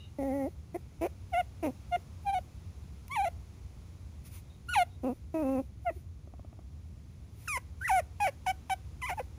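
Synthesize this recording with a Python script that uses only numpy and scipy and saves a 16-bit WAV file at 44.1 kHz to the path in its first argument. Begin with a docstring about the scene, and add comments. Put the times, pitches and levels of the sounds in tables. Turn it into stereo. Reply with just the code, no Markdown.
"""A young puppy in a plush bed whimpers a hand's width from a phone in a quiet room.
Its voice is a stack of overtones in two registers: low nasal grunts and moans, and high yips and
sliding whines that crack now and then. Shaped noise makes the breath, the puffs from its nose and
a faint airy hiss around each cry; short damped tones make a few soft smacks. Faint breathy tones
are sines that waver at random. A low hum and a faint hiss, both shaped noise, lie under it all."""
import sys
import numpy as np
from scipy import signal
from scipy.fft import rfft, irfft, next_fast_len
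from scipy.io import wavfile
from scipy.ndimage import uniform_filter1d

SR = 44100
rng = np.random.default_rng(int(sys.argv[2]) if len(sys.argv) > 2 else 0)


def transcribe(u):
    """Save the signal u as a 16-bit wav file named by the first command-line argument.

    u: samples, shape (n,) or (channels, n), limited to [-1, 1]; the rate is SR.
    q: integer samples, one column per channel.
    """
    v = np.clip(np.atleast_2d(u).T, -1, 1)
    q = np.round(v * 32767).astype(np.int16)
    wavfile.write(sys.argv[1], SR, q)


N = 413643
TIME = np.arange(N) / SR
TOP_HZ = 15700  # nothing sounds much above this


def undb(db):
    """Turn decibels into a gain."""
    return 10 ** (np.asarray(db) / 20)


def along(points, hz):
    """Read a (f/Hz, value) table, with straight lines between its points on a log-frequency axis."""
    f, value = np.transpose(points)
    return np.interp(np.log(hz + 1), np.log(f), value)


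def noise(colour):
    """Noise of rms 1 whose spectrum follows a (f/Hz, level/dB) table."""
    size = next_fast_len(N)
    spectrum = rfft(rng.standard_normal(size))
    weight = undb(along(colour, np.fft.rfftfreq(size, 1 / SR)))
    x = irfft(spectrum * weight, size)[:N]
    return x / x.std()


def wander(t, rate):
    """Random values joined by straight lines, `rate` of them a second."""
    u = (t - t[0]) * rate
    return np.interp(u, np.arange(4096), rng.standard_normal(4096))


def swell(at, half, db):
    """A bell-shaped rise and fall of level around one moment."""
    return undb(db) * np.exp(-np.minimum(((TIME - at) / half) ** 2, 50))


def ramp(t, length):
    """Fall from 1 to 0 over the given length in seconds."""
    return np.maximum(1 - t / max(length, 1 / SR), 0)


def background(hum_db, apart):
    """A low wavering hum, nearly alike at both ports, and a hiss that they partly share."""
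    # the room's low hum: f/Hz, relative level/dB
    hum_colour = [(20, -33), (40, -23.5), (52, -4), (66, 3.5), (76, 1.5), (88, 2), (110, -4.5),
                  (160, -11.5), (220, -18.5), (320, -25.5), (600, -39.5), (1500, -68)]
    # the hiss above it: f/Hz, relative level/dB
    hiss_colour = [(200, 8), (600, -3.5), (1200, -5.5), (2500, -10.5), (4500, -14.5), (6500, -13.5),
                   (8500, -18.5), (10300, -16), (13000, -26), (14500, -20.5), (16000, -25)]
    # how loud the hiss is over time: t/s, level/dB
    hiss_level = [(0, -59), (.6, -60.5), (1.8, -56.5), (2.7, -57.5), (4, -58.5), (6.1, -63.5), (7.2, -61),
                  (8.4, -58)]
    shared_hum = noise(hum_colour) * undb(hum_db + np.array([[.5], [-.5]]))
    # a weak part with opposite sign at the two ports
    opposed_hum = undb(hum_db - 23.0) * noise(hum_colour) * np.array([[1], [-1]])
    hiss = noise(hiss_colour) + apart * np.array([noise(hiss_colour), noise(hiss_colour)])
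    hiss_gain = undb(np.interp(TIME, *np.transpose(hiss_level)))
    return shared_hum + opposed_hum + hiss / hiss.std() * hiss_gain


def room(x, t60, wet_db, damp_hz):
    """A short tail of reflections from soft surroundings, different at each port."""
    t = TIME[:SR // 2]
    decay = np.exp(-np.log(1000) * t / t60)  # down 60 dB after t60 seconds
    tail = rng.standard_normal((2, len(t))) * decay * (t > .004)
    # soft surfaces swallow treble
    tail = signal.sosfilt(signal.butter(1, damp_hz, fs=SR, output="sos"), tail)
    tail = tail / np.sqrt((tail ** 2).sum(axis=1, keepdims=True))
    middle = x.mean(axis=0)[None]
    return x + undb(wet_db) * signal.fftconvolve(middle, tail, axes=1)[:, :N]


def breathy(hz):
    """A tone whose size and phase waver at random, so that it sounds like a narrow band of noise."""
    angle = 2 * np.pi * hz * TIME
    return wander(TIME, 427) * np.sin(angle) + wander(TIME, 328) * np.cos(angle)


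def whistles():
    """Faint breathy tones of steady pitch that swell and fade between the cries."""
    # the tones: t/s, half length/s, f/Hz, level/dB
    tones = [(0.021, 0.059, 2860, -54.5), (0.023, 0.048, 3790, -62), (4.52, 0.051, 3760, -69.5),
             (4.935, 0.035, 3740, -70)]
    return sum(swell(at, half, db) * breathy(hz) for at, half, hz, db in tones)


def smack(at, db):
    """A soft tick that rings a few quickly damped modes, a little different each time."""
    # what rings after a smack: f/Hz, level/dB, time to fall by 60 dB/s
    modes = [(302, 0.5, 0.025), (616, 1, 0.019), (1110, -14, 0.031)]
    t = np.maximum(TIME - at, 0)
    detune = 1 + .1 * rng.standard_normal(len(modes))
    out = np.zeros(N)
    for (hz, mode_db, t60), stretch in zip(modes, detune):
        level_db = db + mode_db - 60 * np.minimum(t / t60, 4)
        out += undb(level_db) * np.sin(2 * np.pi * hz * stretch * t)
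    return out


def smacks():
    """A run of soft smacks, each a burst of damped tones."""
    # the smacks: t/s, level/dB
    times = [(6.275, -47), (6.338, -42.5), (6.395, -42.5), (6.448, -43.5), (6.529, -46), (6.591, -44.5)]
    return sum(smack(at, db) for at, db in times)


def sniffs():
    """The swelling level of the air that puffs from the puppy's nose."""
    # the puffs: t/s, half length/s, level/dB
    nose_puffs = [(4.267, 0.02, -54.5), (4.355, 0.043, -54), (7.446, 0.08, -60)]
    return sum(swell(at, half, db) for at, half, db in nose_puffs)


def airy_hiss(start, hz, *_):
    """Level of a faint airy hiss around a cry: a quick rise, a level stretch and a slower fall."""
    level_db, rise_s, fall_s = -69.5, 0.011, 0.055
    early = np.maximum(start - TIME, 0)
    late = np.maximum(TIME - start - len(hz) / SR, 0)
    return undb(level_db) * np.exp(-np.minimum(early / rise_s + (late / fall_s) ** 2, 50))


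def clock(length):
    """Seconds since the start of a cry."""
    return np.arange(int(length * SR)) / SR


def glide(curve):
    """Start, clock and pitch of a cry that follows a (t/s, f/Hz) curve."""
    s, hz = np.transpose(curve)
    t = clock(s[-1] - s[0])
    return s[0], t, np.interp(s[0] + t, s, hz)


def grunt(curve, db, peak, *manner):
    """A short low cry: one arch of level under a bending pitch."""
    start, t, hz = glide(curve)
    arch_db = 7 * (2 * (t / t[-1] - peak)) ** 2
    # its first rise takes 7.3 ms and its last fall 36 ms
    edge_db = 0.5 * (ramp(t, 0.0073) + ramp(t[-1] - t, 0.036))
    return start, hz, db - arch_db - edge_db, manner


def moan(curve, db, *manner):
    """A longer low cry: a held level under a wavering pitch, prompt to start and easing out."""
    start, t, hz = glide(curve)
    edge_db = 12.5 * (ramp(t, 0.0036) + ramp(t[-1] - t, 0.022))
    return start, hz, db - edge_db, manner


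def high_effort(t, hz, attack):
    """Level in dB of a high cry: attack, a building push, release, and the throat's help at each pitch."""
    # loudest where the pitch meets a resonance of the throat: pitch f/Hz, level/dB
    carry = [(330, -4.5), (540, -6.5), (690, -0.5), (800, 2), (980, -1.5), (1200, -8.5), (1450, 0.5),
             (1900, -1.5)]
    attack_db, push_db, push_s, release_db, release_s = 17.5, 6, 0.03, 8, 0.014
    rise_db = attack_db * ramp(t, attack) + push_db * np.exp(-t / push_s)
    return along(carry, hz) - rise_db - release_db * ramp(t[-1] - t, release_s)


def lead_in(start, hz, db, attack):
    """A faint tone on its first pitch leads into a high cry, for longer if the attack is slow."""
    count = max(int(1.2 * attack * SR), 1)
    first_hz = np.full(count, hz[0])
    rise_db = db[0] - np.linspace(56, 0, count)
    return start - count / SR, np.r_[first_hz, hz], np.r_[rise_db, db]


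def yip(start, attack, hold, tail, pitch_hz, held_end_hz, tail_hz, overshoot, db, tail_db, *manner):
    """A short high cry: any overshoot settles, the held pitch drifts, then it gives way to a tail."""
    settle_s, collapse_s, ebb_s = 0.0034, 0.0029, 0.0055
    t = clock(hold + tail)

    def give_way(seconds):
        return (1 + np.tanh((t - hold) / seconds)) / 2

    held = np.interp(t, [0, hold], [pitch_hz, held_end_hz]) * (1 + overshoot * np.exp(-t / settle_s))
    hz = held + (tail_hz - held) * give_way(collapse_s)
    level_db = db + high_effort(t, hz, attack) + tail_db * give_way(ebb_s)
    return *lead_in(start, hz, level_db, attack), manner


def whine(curve, attack, db, swell_db, *manner):
    """A sliding high cry whose level follows its pitch."""
    # the voice falters: t/s, half length/s, depth/dB
    falters = [(2.321, 0.012, 8), (3.231, 0.0073, 5), (4.707, 0.039, 5.5)]
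    start, t, hz = glide(curve)
    falter_db = sum(depth_db * np.exp(-((start + t - at) / half) ** 2) for at, half, depth_db in falters)
    level_db = db + swell_db * (t / t[-1] - .5) + high_effort(t, hz, attack) - falter_db
    return *lead_in(start, hz, level_db, attack), manner


# The manner of a cry, which ends each row of the four cry tables below: bright/dB, treble/dB,
# roughness/0-1, left-right/dB, nasal band f/Hz, its width/Hz and, in low cries only, mouth f/Hz.
def low_cries():
    """Grunts and moans, in which the folds beat slowly."""
    # pitch of each grunt, most of which flick up as the folds close: t/s, f/Hz
    grunt_pitch = [
        [(.741, 327), (.752, 333.6), (.765, 365), (.773, 420)],
        [(1.009, 302), (1.022, 328), (1.046, 340.7), (1.06, 397), (1.07, 625), (1.076, 600)],
        [(1.625, 359), (1.646, 306.7), (1.664, 306.5), (1.686, 245), (1.7, 254), (1.712, 318)],
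        [(5.031, 316), (5.042, 237.6), (5.074, 276), (5.096, 237.6), (5.122, 252), (5.138, 333)],
        [(5.956, 395), (5.981, 337)],
    ]
    # grunts, short: level/dB, peak/share of length, manner
    grunt_rows = [(-32, 0.46, 5, 12, 1, 4.9, 2080, 460, 890),
                  (-28.5, 0.49, 11, 6.5, 0.93, 5.9, 2500, 580, 910),
                  (-29, 0.36, 5.5, 7, 0.71, 5.4, 2660, 600, 950),
                  (-30, 0.4, 2, -19, 0.56, 5.2, 2670, 260, 1040), (-50, 0.6, -8, -5, .1, 4, 2500, 100, 780)]
    # pitch of each moan: t/s, f/Hz
    moan_pitch = [
        [(0.183, 292.4), (0.216, 267), (0.268, 276.7), (0.308, 256), (0.355, 284), (0.448, 263.8), (0.46, 278),
         (0.476, 343), (0.491, 430)],
        [(5.339, 333), (5.352, 321.3), (5.417, 312), (5.447, 262.7), (5.539, 269.6), (5.573, 250.5),
         (5.597, 275), (5.612, 256), (5.623, 370)],
    ]
    # moans, long and level: level/dB, manner
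    moan_rows = [(-32.5, 0.72, 9.8, 0.24, 3.3, 2044, 270, 760), (-30, 3.7, 1.4, 0.17, 4.8, 2590, 220, 1050)]
    grunts = [grunt(curve, *row) for curve, row in zip(grunt_pitch, grunt_rows)]
    return grunts + [moan(curve, *row) for curve, row in zip(moan_pitch, moan_rows)]


def high_cries():
    """Yips and whines, in which the folds beat fast."""
    # yips: start t/s, attack/s, hold/s, tail/s, first f/Hz, f at end of hold/Hz, tail f/Hz,
    # overshoot/share, level/dB, change of level in the tail/dB, manner
    yip_rows = [(1.914, 0.013, 0.052, 0.021, 708, 703, 373, 0.046, -24, -20, 0.66, -9, 0.011, 5.6, 4900, 650),
                (5.852, 0.016, 0.053, 0.022, 754, 636, 318, 0, -24.5, -17, 3.8, -54, 0.058, 5.1, 3370, 1040),
                (8.461, 0.0047, 0.051, 0.0097, 713, 772.4, 715, 0.77, -24.5, -1.5, 4.3, 2, 0.53, 9.4, 4100, 620),
                (8.695, 0.0034, 0.046, 0.0086, 763, 761, 690, 0.5, -26, -11, 4.6, 3, 0.49, 8, 4380, 650),
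                (9.171, 0.0094, 0.027, 0.022, 900, 841, 510, 0.03, -30, 4, 2.7, -8, 0.56, 8.6, 3730, 830)]
    # pitch of each whine: t/s, f/Hz
    whine_pitch = [
        [(1.324, 784), (1.352, 670), (1.388, 743), (1.41, 697), (1.42, 594)],
        [(2.251, 840), (2.266, 805), (2.29, 806), (2.298, 771), (2.34, 805), (2.349, 735), (2.385, 735),
         (2.398, 485)],
        [(3.098, 991), (3.134, 1135), (3.151, 1154), (3.165, 940), (3.182, 818), (3.215, 760), (3.226, 816),
         (3.243, 819), (3.261, 647), (3.282, 721), (3.293, 505)],
        [(4.684, 1362), (4.706, 1485), (4.735, 1436), (4.747, 1227), (4.755, 998), (4.768, 837), (4.8, 717),
         (4.828, 705), (4.838, 630)],
        [(7.475, 1880), (7.481, 1390), (7.492, 1236), (7.515, 1220), (7.565, 990), (7.588, 1042)],
        [(7.81, 1451), (7.838, 1611), (7.85, 1950), (7.862, 2002), (7.873, 1754), (7.877, 1468), (7.898, 909),
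         (7.918, 736), (7.934, 781), (7.99, 708), (8.011, 512)],
        [(8.2, 997), (8.206, 826), (8.238, 823), (8.25, 760), (8.266, 753), (8.282, 568), (8.302, 532)],
        [(9.016, 1404), (9.026, 1040), (9.044, 985), (9.06, 1044), (9.07, 1244), (9.096, 922), (9.104, 764),
         (9.126, 690), (9.144, 846)],
    ]
    # whines: attack/s, level/dB, swell from start to end/dB, manner
    whine_rows = [(0.014, -25, -1.5, 2, -8, 0.18, 5.2, 4270, 780),
                  (0.02, -28.5, -3, -5, -4, 0.11, 5.9, 5000, 460),
                  (.018, -28.5, -1, -.5, -2.5, 0.34, 4.1, 4960, 550),
                  (0.0055, -23, -0.5, 3, -1, 0.3, 5.3, 5100, 460),
                  (0.0025, -25.5, -6, 3, 1.5, 0.12, 3.6, 3770, 930),
                  (0.0063, -25, 2.5, 6.5, 0, 0.31, 5.4, 3870, 1300),
                  (0.003, -25.5, 0.5, 7, -3, 0.38, 5.2, 3850, 580),
                  (0.00081, -30.5, -8.5, 11.5, -4, 0.17, 7.8, 3920, 980)]
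    yips = [yip(*row) for row in yip_rows]
    return yips + [whine(curve, *row) for curve, row in zip(whine_pitch, whine_rows)]


def ringing(throat, hz):
    """Phase by which the throat's resonances shift each frequency, so that they ring after each beat."""
    size = 2048
    f = np.fft.rfftfreq(size, 1 / SR)
    # folding the cepstrum onto positive times gives the minimum phase of this spectrum
    cepstrum = irfft(np.log(undb(along(throat, f))))
    return np.interp(hz, f, rfft(2 * cepstrum[:size // 2], size).imag)


def call(cry, throat, air, tremor, jitter, air_db, air_gate, band_db, grit, strain_db, close_db, close_s,
         uneven_db):
    """One cry: the folds beat at the pitch, the throat weights the harmonics, air hisses once a cycle."""
    # the vocal folds lose their beat: t/s, half length/s, depth/0-1
    cracks = [(0.231, 0.0076, 0.5), (1.664, 0.0075, 0.28), (4.74, 0.013, 0.04), (5.045, 0.0041, 0.5),
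              (7.576, 0.0044, 1), (8.199, 0.0032, 0.5), (8.283, 0.013, 0.22), (8.698, 0.0035, 0.4),
              (9.103, 0.0107, 0.93), (9.193, 0.0049, 0.2)]
    # the head's shadow: f/Hz, factor on the left-right difference
    shadow = [(200, 0.9), (400, 0), (720, 1.22), (1400, 0.77), (2400, 1.27), (3100, 3), (5500, 2.5),
              (7500, 0.46), (15000, 0)]
    start, pitch_hz, effort_db, manner = cry
    bright_db, treble_db, rough, pan_db, band_hz, band_width, *mouth = manner
    span = int(start * SR) + np.arange(len(pitch_hz))
    t = TIME[span]
    crack = sum(depth * np.exp(-((t - at) / half) ** 2) for at, half, depth in cracks)

    # tremor and cycle-to-cycle jitter blur the upper harmonics
    shake = (jitter * rough + .11 * crack) * wander(t, pitch_hz.mean())
    hz = pitch_hz * (1 + tremor * wander(t, 90) + shake)
    turns = np.cumsum(hz) / SR
    # within a cry the voice brightens by strain_db for each octave that it rises
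    bright_db = bright_db + strain_db * np.log2(pitch_hz / pitch_hz.mean())
    # it dulls as the mouth closes at the end
    bright_db = bright_db - close_db * ramp(t[-1] - t, close_s)

    # one row for each half multiple of the pitch
    multiple = np.arange(1, 2 * int(TOP_HZ / hz.min()))[:, None] / 2
    f = multiple * hz
    tone_db = along(throat, f)
    tone_db += bright_db * along([(900, 0.058), (1500, 0.79)], f)
    tone_db += treble_db * along([(3000, 0.015), (5500, 1.0)], f)
    # the nasal cavity lifts one band in a low cry and swallows one in a high cry
    # that band drifts as the muzzle moves
    band_center = band_hz * (1 + 0.018 * wander(t, 12.5))
    tone_db += band_db * np.exp(-((f - band_center) / band_width) ** 2)
    # small movements of mouth and nose make the overtones come and go
    together_db = 1.2 * wander(t, 28)
    each_db = uneven_db * np.array([wander(t, 55) for _ in multiple])
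    tone_db += (together_db + each_db) * np.clip((multiple - 2) / 3, 0, 1)
    # the mouth's resonance in the low register
    tone_db += sum(8 * np.exp(-((f - mouth_hz) / 224) ** 2) for mouth_hz in mouth)
    # a voice that barely sounds, or flips up into a whistle, is nearly a pure tone
    pure_db = np.minimum(effort_db + 30.5, 0) + along([(1350, 2.5), (1550, -17), (1900, -12)], hz)
    tone_db += (multiple > 1) * pure_db

    # in a rough voice or a crack strong and weak beats alternate, which sounds the half multiples
    uneven = crack + 0.55 * rough ** 3 * wander(t, 128.0)
    # folds that slacken quickly beat raggedly, which fills the gaps between the overtones with grit
    fall = uniform_filter1d(-np.gradient(np.log2(pitch_hz)) * SR, size=600)  # octaves per second
    ragged = np.clip(fall / 19, rough, 1) * (multiple > 2)
    uneven = uneven + grit * ragged * np.array([wander(t, pitch_hz.mean()) for _ in multiple])
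    half_share = uneven * np.minimum(multiple, 1) ** 3
    size = undb(tone_db) * (f < TOP_HZ) * np.where(multiple % 1, half_share, 1)

    # left and right differ by pan_db, more or less so at each frequency
    ears = size * undb(np.multiply.outer([.5, -.5], pan_db * along(shadow, f)))
    ears = ears / np.sqrt((ears ** 2).sum(axis=1).mean(axis=0) / 2)
    voice = -(ears * np.cos(2 * np.pi * multiple * turns + ringing(throat, f))).sum(axis=1)
    # rough, leaky folds let more air through
    leak = np.sqrt(abs(rough)) + crack
    puffs = air[:, span] * (1 + air_gate * np.cos(2 * np.pi * turns)) * leak
    breath_db = air_db + 0.7 * bright_db + 0.18 * (treble_db + pure_db)
    # 6 ms fades at both ends
    fade = np.sin(np.pi / 2 * np.clip(np.minimum(t - t[0], t[-1] - t) / .006, 0, 1)) ** 2
    effort = fade * undb(effort_db + .6 * wander(t, 150))
    out = np.zeros((2, N))
    out[:, span] = effort * (voice + undb(breath_db) * puffs)
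    return out


def puppy():
    """Low and high cries in an airy hiss, puffs from the nose, a tiny lip tick and a run of soft smacks."""
    # strength of a harmonic in the low register: f/Hz, level/dB
    low_throat = [(260, 16), (540, 9.5), (680, 7.5), (820, -3.5), (1100, -15.5), (1600, -14), (2000, -23.5),
                  (2600, -38), (3100, -44), (4500, -61), (6200, -40), (8000, -58), (10000, -35),
                  (15000, -42)]
    # strength of a harmonic in the high register: f/Hz, level/dB
    high_throat = [(500, 6.5), (850, 8.5), (1200, -17.5), (1480, -6), (1800, -7), (2300, -9), (2900, -17),
                   (3450, -26), (4000, -23.5), (4800, -32), (5600, -28), (6400, -31.5), (7300, -29.5),
                   (10000, -23.5), (12500, -32.5), (14200, -38)]
    # air rushing through the nose: f/Hz, relative level/dB
    nose = [(300, -59), (1000, 2.5), (2400, 4), (3400, -1), (4600, -3.5), (6200, -1), (7800, -0.5),
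            (10000, 6), (11500, -2.5), (13200, 0), (14400, 7), (15800, -15)]
    air = noise(nose) + .4 * np.array([noise(nose), noise(nose)])
    # the low register also rasps in the throat's upper resonance
    rasp = undb(1.0) * noise([(1400, -10), (2000, -3), (2600, -7), (3200, -20), (8000, -58)])
    low, high = low_cries(), high_cries()
    low_voice = sum(call(cry, low_throat, air + rasp, tremor=.003, jitter=.014, air_db=-33, air_gate=.9,
                         band_db=19.5, grit=.08, strain_db=11, close_db=8.5, close_s=.045, uneven_db=2)
                    for cry in low)
    high_voice = sum(call(cry, high_throat, air, tremor=.007, jitter=.005, air_db=-29.5, air_gate=.7,
                          band_db=-17, grit=.35, strain_db=0, close_db=6, close_s=.012, uneven_db=3)
                     for cry in high)
    tick = swell(3.082, .001, db=-48)
    around_cries = sum(airy_hiss(*cry) for cry in low + high)
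    return low_voice + high_voice + air * (around_cries + sniffs() + tick) + smacks()


def scene():
    """The puppy in its bed, whose sides scatter the sound briefly, in its room."""
    near = room(puppy() + whistles(), t60=0.066, wet_db=-18.5, damp_hz=11100)
    return room(near, t60=0.33, wet_db=-33, damp_hz=4730) + background(hum_db=-46.5, apart=1.0)


def record(dry):
    """The phone's two ports hear each frequency with its own delay; the top is cut."""
    # the two microphone ports: f/Hz, lead of the left/radians
    port_lead = [(0, 0), (750, .5), (1450, 2.2), (2200, 5.6), (2930, 8.2), (3900, 6.1), (6200, 6.7),
                 (7750, 4.1), (11800, -2.9), (12500, -3.4), (13400, -5.7), (14400, -6.5), (15800, -9.5)]
    size = next_fast_len(N)
    lead = np.interp(np.fft.rfftfreq(size, 1 / SR), *np.transpose(port_lead))
    turned = rfft(dry, size) * np.exp(1j * np.outer([.5, -.5], lead))
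    ports = irfft(turned, size)[:, :N]
    return signal.sosfilt(signal.ellip(8, .2, 70, TOP_HZ, fs=SR, output="sos"), ports)


dry = scene()
out = record(dry)
transcribe(out)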